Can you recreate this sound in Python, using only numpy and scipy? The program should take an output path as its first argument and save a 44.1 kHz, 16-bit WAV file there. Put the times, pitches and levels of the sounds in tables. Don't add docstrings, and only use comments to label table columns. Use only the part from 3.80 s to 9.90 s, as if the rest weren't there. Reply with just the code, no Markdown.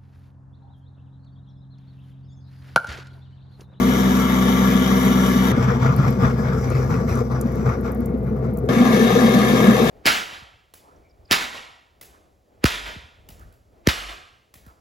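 import sys
import numpy as np
from scipy import signal
from scipy.fft import rfft, irfft, next_fast_len
from scipy.io import wavfile
from scipy.ndimage import uniform_filter1d, map_coordinates

SR = 44100
rng = np.random.default_rng(int(sys.argv[2]) if len(sys.argv) > 2 else 0)


def bounce(signal):
    frames = np.transpose(np.atleast_2d(signal))
    limited = np.clip(frames, -1, 1)
    pcm = np.round(limited * 32767).astype(np.int16)
    wavfile.write(sys.argv[1], SR, pcm)


N = 269010
TIME = np.arange(N) / SR
SIZE = next_fast_len(N + 8192, True)
FREQS = np.fft.rfftfreq(SIZE, 1 / SR)

CUTS_S = [1.720, 4.8885]


def amp(db):
    return 10 ** (np.asarray(db) / 20)


def evened(x):
    return x / np.sqrt(np.mean(x ** 2) + 1e-20)


def read(points):
    hz, value = np.transpose(points)
    return np.interp(np.log(FREQS + 1), np.log(hz + 1), value)


def shaped(x, gain):
    return irfft(rfft(x, SIZE) * gain, SIZE)[..., :N]


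def below(edge_hz):
    return 1 / (1 + (FREQS / edge_hz) ** 6)


def bell(hz, width_hz):
    return 2 ** -((2 * (FREQS - hz) / width_hz) ** 2)


def drift(rate_hz):
    return evened(shaped(rng.standard_normal(N), below(rate_hz)))


def stereo_image(direct, scattered):
    # frequency in Hz, phase in radians by which left leads.
    lead = [(130, 0.1), (400, 0.84), (800, 0.78), (1000, 3.8), (1400, 7.55), (2050, 10.98), (2450, 13.32),
            (2950, 13.6), (3700, 18.06), (4400, 18.47), (6900, 17.56), (8200, 15.4), (9700, 15.5),
            (11000, 12.8), (13000, 12.58)]
    # frequency in Hz, level of left over right in dB.
    balance = [(30, 2), (330, 1), (470, 6.5), (860, 8), (1080, 2), (1280, 11.5), (1500, -2.5), (1720, 13.5),
               (2150, -1.5), (2750, 4), (3300, 8), (4300, 2.4), (6000, 1.5), (9000, -0.1)]
    # frequency in Hz, likeness of left and right from 0 to 1.
    likeness = [(60, 0.94), (250, 0.97), (600, 1), (1000, 0.39), (1600, 0.46), (2400, 0.52), (3800, 0.65),
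                (5000, 0.38), (6100, 0.45), (7000, 0.68), (8300, 1), (9300, 0.99), (11000, 0.25),
                (13000, 1)]
    like = np.clip(read(likeness), 0, 1)
    shared = shaped(direct, np.sqrt((1 + like) / 2))
    apart = shaped(scattered, np.sqrt((1 - like) / 2))
    lean = amp(read(balance))
    left_right = np.array([lean, np.exp(-1j * read(lead))])
    left_right = left_right * np.sqrt(2 / (1 + lean ** 2))
    return shaped(np.array([shared + apart, shared - apart]), left_right)


def hum(turns, orders, load, waver, coupling):
    out = np.zeros(N)
    for order, db in orders:
        swell = 1
        if order > 1:
            swell = load ** coupling * (1 + waver * (drift(9) + 1j * drift(9)))
        turning = np.exp(2j * np.pi * (order * turns + rng.random()))
        out += np.sqrt(2) * amp(db) * np.real(swell * turning)
    return out


def thrash(turns, beat, flutter_db, grain_share, grains_per_s=1800, grain_spread_db=4.5):
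    sweep = 1 + beat * (np.cos(2 * np.pi * turns) + np.cos(4 * np.pi * turns))
    sizes = amp(grain_spread_db * np.minimum(rng.exponential(1, (2, N)), 4))
    hits = rng.random((2, N)) < grains_per_s / SR
    grains = evened(sizes * rng.choice([-1, 1], (2, N)) * hits)
    turbulence = rng.standard_normal((2, N))
    water = np.sqrt(grain_share) * grains + np.sqrt(1 - grain_share) * turbulence
    return water * evened(sweep * amp(flutter_db * drift(34)))


def basin(x, ring_s=0.011, ring_db=-9, lowest_hz=650):
    t = np.arange(SR // 10) / SR
    echoes = rng.standard_normal(len(t)) * np.exp(-t / ring_s) * (t > .002)
    ripple = amp(ring_db) * (1 - below(lowest_hz))
    reflected = ripple * rfft(echoes / np.linalg.norm(echoes), SIZE)
    return shaped(x, (1 + reflected) / np.sqrt(1 + ripple ** 2))


def bubbling(x, patch_db, patch_hz=520, patch_s=.07):
    spectrum = signal.stft(x, nperseg=512)[2]
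    bins = round(patch_hz * 512 / SR)
    frames = round(patch_s * SR / 256)
    patches = rng.standard_normal(spectrum.shape[1:])
    patches = uniform_filter1d(uniform_filter1d(patches, bins, 0), frames, 1)
    return signal.istft(spectrum * evened(amp(patch_db * evened(patches))))[1][:, :N]


def swaying(x, depth, rate_hz=7):
    heard_at = np.arange(N) + np.cumsum(depth * drift(rate_hz))
    return map_coordinates(x, [heard_at], order=1, mode="mirror")


def steady_load(rumble_db, splash_db, throb_hz, splash_hz):
    splash = splash_db * drift(splash_hz)
    return np.array([rumble_db * drift(throb_hz), splash, splash])


def disposal(shaft_hz, orders, wash, modes, load, heard, rumble_hz, spray_hz, body_follows, waver, coupling,
             beat, flutter_db, patch_db, grain_share, sway):
    rumble, slosh, spray = (v / np.sqrt(np.mean(v[heard] ** 2)) for v in amp(load))
    body = (rumble * slosh) ** body_follows
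    turns = np.cumsum(shaft_hz * (1 + 0.00286 * drift(6.46))) / SR
    lift_db = sum(db * bell(hz, width_hz) for hz, width_hz, db in modes)
    colour = amp(read(wash) + lift_db) * np.sqrt(SR / 2)
    water = basin(thrash(turns, beat, flutter_db, grain_share))
    froth = bubbling(water, patch_db)

    deep, low, middle = below(rumble_hz), below(693), below(spray_hz)
    out = rumble * np.array([swaying(part, sway) for part in shaped(water, colour * deep)])
    out += body * shaped(water, colour * (low - deep))
    out += slosh * shaped(froth, colour * (middle - low))
    out += spray * shaped(froth, colour * (1 - middle))
    direct, scattered = out
    return stereo_image(direct + hum(turns, orders, rumble, waver, coupling), scattered)


def surging_load(rise_s=0.029, fall_s=0.076):
    # time in seconds, rumble in dB, slosh in dB, spray in dB.
    filling = [(1.72, -23.5, -36, -45.5), (2.349, -27.5, -47.5, -48.5), (2.58, -23, -43.5, -45),
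               (2.8, -23.5, -48, -43.5), (3.3, -30, -52, -50.5), (4.1, -33.5, -54.5, -60.5),
               (4.32, -27.5, -56.5, -77), (4.88, -29, -56.5, -79)]
    # start in seconds, time until the fall in seconds,
    # then the lift of rumble, slosh and spray in dB once the rise is complete.
    gulps = [(1.757, 0.058, 3, 0, 3.5), (1.812, 0.067, 3, 5, 5.5), (1.997, 0.1, 7.5, 6.5, 4),
             (2.158, 0.13, 10, 8, 7.5), (2.383, 0.069, 10, 10, 6.5), (2.626, 0.12, 0.5, 6, -1),
             (2.817, 0.11, 4.5, 6.5, 1.5), (2.94, 0.13, 5, 7.5, 4.5), (3.093, 0.082, 7, 11.5, 5),
             (3.263, 0.12, 8, 11.5, 10.5), (3.487, 0.084, 6.5, 8.5, 4), (3.627, 0.21, 4, 4.5, 7),
             (3.836, 0.09, 10, 12, 9.5), (4.026, 0.051, 9, 12.5, 13.5), (4.193, 0.036, 6, 6, 13),
             (4.442, 0.03, 5.5, 4.5, 11), (4.547, 0.029, 4, 5, 9), (4.62, 0.023, 4.5, 6, 26.5)]
    s, *levels = np.transpose(filling)
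    load = np.array([np.interp(TIME, s, db) for db in levels])
    for start, length, *lifts_db in gulps:
        rise = np.clip((TIME - start) / rise_s, 0, 1)
        fall = np.clip(1 - (TIME - start - length) / fall_s, 0, 1)
        load += np.outer(lifts_db, rise * fall)
    return load + steady_load(rumble_db=0.5, splash_db=1.03, throb_hz=24, splash_hz=22)


def throat(slosh_db, level_db=-10, ring_hz=3300, width_hz=650, closing_db_per_s=7):
    ring = evened(shaped(rng.standard_normal((2, N)), bell(ring_hz, width_hz)))
    closing_db = closing_db_per_s * np.maximum(TIME - CUTS_S[0], 0)
    return stereo_image(*(ring * amp(level_db + slosh_db - closing_db)))


def tap(level_db=-2.0, away_db=-12):
    # frequency in Hz, density in dB per Hz.
    stream = [(600, -118), (2500, -100), (4000, -104), (6000, -107), (9000, -106), (13000, -106.5),
              (16000, -113)]
    away_s = (2.5, 3.45)
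    hiss = shaped(rng.standard_normal((2, N)), amp(read(stream)) * np.sqrt(SR / 2))
    away = shaped(1. * ((TIME > away_s[0]) & (TIME < away_s[1])), below(8))
    return stereo_image(*(amp(level_db + away_db * away) * hiss))


def thumps(rise_per_s=0.78, knock_db=-18, knock_hz=520):
    # start in seconds, peak of the ring in dB ahead of the stereo image, ring in Hz, swell in seconds.
    bumps = [(1.774, -7.5, 219, 0.0058), (1.868, -18.5, 225, .014), (1.907, -18.5, 485, 0.014),
             (2.048, -17.5, 467, .01), (2.183, -12, 139, 0.015), (2.255, -13, 135, 0.01),
             (2.425, -14, 224, 0.012), (2.425, -10, 129.5, 0.016), (2.649, -17, 132, 0.015),
             (2.946, -16.5, 126, .014), (3.410, -16.5, 465, 0.009), (3.651, -12.5, 213, 0.0092),
             (3.860, -22, 453, .009), (3.869, -14.5, 122.5, .014), (4.334, -13.5, 234, 0.011),
             (4.826, -20, 413, 0.016), (4.89, -13.5, 161, 0.0055), (4.999, -8.5, 225, 0.011),
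             (5.060, -11.5, 228.5, .015), (5.195, -15.5, 405, 0.0081), (5.210, -12, 225, 0.016),
             (5.296, -13, 471, 0.016), (5.351, -9.5, 466, .012), (5.363, -7, 220, 0.013),
             (5.427, -7, 221.5, 0.018), (5.482, -8.5, 216, 0.0097), (5.554, -8.5, 208, 0.015),
             (5.574, -18, 455, 0.0088), (5.717, -8.5, 233, 0.017), (5.808, -14.5, 222.6, 0.025),
             (5.871, -7.5, 228, 0.021), (6.025, -11, 232, .018)]
    t = np.arange(SR // 8) / SR
    dull = signal.butter(2, [200, knock_hz], "bandpass", fs=SR, output="sos")
    out = np.zeros(N + len(t))
    for s, db, ring_hz, swell_s in bumps:
        swell = (t / swell_s * np.exp(1 - t / swell_s)) ** 2
        pitch_hz = ring_hz * (1 + rise_per_s * (t - swell_s))
        ring = np.sin(2 * np.pi * np.cumsum(pitch_hz) / SR)
        knock = amp(knock_db) * evened(signal.sosfilt(dull, rng.standard_normal(len(t))))
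        out[round(s * SR):][:len(t)] += amp(db) * swell * (ring + knock)
    return stereo_image(out[:N], np.zeros(N))


def gurgles(bubbles_per_s=190, spread_octaves=.13, ring_cycles=8, rise_per_s=4):
    # start in seconds, length in seconds,
    # rms level over that length in dB ahead of the stereo image, ring in Hz.
    swarms = [(1.86, 0.078, -32.5, 1147), (2.01, 0.088, -35, 1225), (2.172, 0.12, -33, 1170),
              (2.409, 0.073, -32, 1540), (2.649, 0.095, -36.5, 1384), (2.81, .23, -44.5, 2170),
              (3.094, .08, -45.5, 2200), (3.268, 0.084, -46, 2230), (3.87, 0.073, -37, 1215),
              (4.65, .015, -39, 1190)]
    t = np.arange(SR // 25) / SR
    out = np.zeros(N)
    for start, length, db, ring_hz in swarms:
        swarm = np.zeros(round(length * SR) + len(t))
        count = max(round(bubbles_per_s * length), 1)
        for early, late, pitch in rng.random((count, 3)):
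            hz = ring_hz * 2 ** (spread_octaves * (4 * pitch - 2))
            bubble = np.sin(2 * np.pi * hz * t * (1 + rise_per_s * t / 2)) * np.exp(-t * hz / ring_cycles)
            swarm[round((early + late) / 2 * length * SR):][:len(t)] += bubble
        swarm *= np.sqrt(length * SR / np.sum(swarm ** 2))
        out[round(start * SR):][:len(swarm)] += amp(db) * swarm
    return stereo_image(out, np.zeros(N))


def drop(ring_hz, snap_s=0.0016, ring_s=0.0051, ring_db=-18, tail_s=.009, tail_db=-16):
    t = np.arange(SR // 20) / SR
    envelope = np.exp(-t / snap_s) + amp(tail_db) * np.exp(-t / tail_s)
    slap = rng.standard_normal(len(t)) * envelope
    bubble = amp(ring_db) * np.sin(2 * np.pi * ring_hz * t) * np.exp(-t / ring_s)
    low_hz = np.clip(0.67 * ring_hz, 5900, 9000)
    top_hz = np.clip(1.6 * ring_hz, 10000, 15000)
    band = signal.butter(3, [low_hz, top_hz], "bandpass", fs=SR, output="sos")
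    sound = signal.sosfilt(band, slap + bubble)
    return sound / abs(sound).max()


def splashes(drops_db=2, patter_db=-53, patter_per_s=75, patter_from_s=2.6):
    # time in seconds, peak in dB before the common lift drops_db, ring in Hz.
    drops = [(2.164, -28, 13700), (2.3056, -31, 13000), (2.9013, -28.5, 6650), (3.3547, -27, 7200),
             (3.612, -22.5, 7540), (3.7204, -43, 12500), (3.7569, -39, 12000), (4.0103, -38, 12700),
             (4.119, -30, 11700), (4.148, -33, 11900), (4.2058, -39, 12000), (4.2587, -32, 10500),
             (4.7376, -39, 13200), (4.773, -30.5, 11000), (4.7864, -37, 10800), (4.939, -26, 13000)]
    out = np.zeros(N)
    for s, db, ring_hz in drops:
        sound = amp(db + drops_db) * drop(ring_hz)
        out[round(s * SR):][:len(sound)] += sound
    for ring_hz in np.geomspace(8500, 14000, num=6):
        hits = (rng.random(N) < patter_per_s / 6 / SR) & (TIME > patter_from_s)
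        sizes = amp(patter_db) * rng.uniform(.5, 2, N)
        out += signal.oaconvolve(hits * sizes, drop(ring_hz))[:N]
    return stereo_image(out, np.zeros(N))


def opening_load(slosh_db=-1.5, spray_db=-4.5, clear_s=5.13, build_s=0.1):
    covered = np.clip((clear_s - TIME) / build_s, 0, 1)
    even = steady_load(rumble_db=0.5, splash_db=0.67, throb_hz=20.8, splash_hz=23)
    return even + np.outer([0, slosh_db, spray_db], covered)


def scene():
    shaft_hz = [64.04, 63.95, 63.5]
    # multiple of the shaft speed, rms level in dB before load and waver.
    spin_orders = [(1, -29.9), (2, -29.9), (3, -19.4), (4, -23.4), (5, -40.2), (6, -32.9), (10, -42.3),
                   (18, -37.6), (22, -44.4), (36, -45.4)]
    flood_orders = [(1, -30.5), (2, -25.2), (3, -42.9), (4, -40.7), (32, -59.5)]
    churn_orders = [(1, -36.4), (2, -28.1), (3, -32.3), (4, -30.5), (6, -32.6), (8, -30.0), (12, -40.2),
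                    (16, -40.5), (18, -34.6), (22, -44.3), (26, -43.8), (28, -35.9)]
    # frequency in Hz, density in dB per Hz.
    spin_wash = [(30, -74), (85, -69), (130, -52), (240, -37.5), (290, -54), (480, -54), (700, -67),
                 (1300, -74.5), (2200, -65.5), (2700, -87), (6000, -72), (9000, -79.5), (14000, -76.5),
                 (15600, -92)]
    flood_wash = [(30, -81), (85, -46.5), (130, -41.5), (240, -52.5), (290, -72), (480, -64.5), (700, -63),
                  (1300, -61.5), (2350, -75.5), (2750, -87), (6000, -89), (9000, -99), (14000, -95.5),
                  (15600, -105)]
    churn_wash = [(30, -83), (85, -66), (130, -47), (240, -46.5), (290, -49), (480, -52), (700, -52),
                  (870, -61), (1300, -65.5), (1480, -66), (2200, -63.5), (2900, -69.5), (6000, -73.5),
                  (9000, -75.5), (14000, -80.5), (15600, -89)]
    # centre in Hz, width in Hz at half the lift, lift in dB.
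    spin_modes = [(467, 64, 7), (630, 100, 4.5), (741, 110, 7.5), (963, 242, 16), (1160.5, 113, 19),
                  (1338, 135, 16.5), (1688, 600, 10.5), (3176, 1045, 20), (3800, 340, 5.5), (5750, 100, 7)]
    flood_modes = [(246, 92, 10.86), (350.5, 81, 12.6), (463, 117, 15.2), (653, 35, 7.1), (1150, 38, 6.7),
                   (2300, 350, 0.75), (5250, 630, 6.3), (5920, 360, 10.5), (7550, 1300, 7.1)]
    churn_modes = [(175, 14, 5.3), (225, 49, 14.7), (369, 95, 5.3), (467, 65, 12.2), (774, 69, 4.8),
                   (957, 60, 6.1), (1170, 273, 13.3), (1650, 150, 12.9), (1776, 65, 11.4), (1980, 300, 4.4),
                   (2190, 150, 5.4), (2690, 90, 5.9), (3190, 170, 7.6), (3520, 340, 8.5), (3820, 220, 6.2),
                   (6100, 200, 7.1)]

    state = np.searchsorted(CUTS_S, TIME)
    even_load = steady_load(rumble_db=-0.1, splash_db=0.36, throb_hz=5.4, splash_hz=35)
    spinning = disposal(
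        shaft_hz[0], spin_orders, spin_wash, spin_modes, even_load, state == 0,
        rumble_hz=304, spray_hz=2700, body_follows=0.54, waver=.04, coupling=0.11,
        beat=0.061, flutter_db=0.2, patch_db=1.3, grain_share=0.36, sway=0.00354)
    surges = surging_load()
    flooded = disposal(
        shaft_hz[1], flood_orders, flood_wash, flood_modes, surges, state == 1,
        rumble_hz=168.0, spray_hz=4380, body_follows=0.025, waver=0.29, coupling=1.0,
        beat=0.11, flutter_db=1.0, patch_db=2.0, grain_share=0.21, sway=0.01825)
    flooded = flooded + throat(surges[1]) + tap() + gurgles() + splashes()
    churning = disposal(
        shaft_hz[2], churn_orders, churn_wash, churn_modes, opening_load(), state == 2,
        rumble_hz=316, spray_hz=2760, body_follows=0.13, waver=0.23, coupling=0.45,
        beat=0.039, flutter_db=0.15, patch_db=1.5, grain_share=0.38, sway=0.0508)

    out = thumps()
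    for k, sound in enumerate([spinning, flooded, churning]):
        out += sound * uniform_filter1d(1. * (state == k), round(.002 * SR))
    return out


def record(dry):
    rounded = dry / (1 + (dry / .94) ** 8) ** (1 / 8)
    lowpass = signal.firwin(511, 15750, window=("kaiser", 9), fs=SR)
    return signal.oaconvolve(rounded, lowpass[None], "same")


dry = scene()
out = record(dry)
bounce(out)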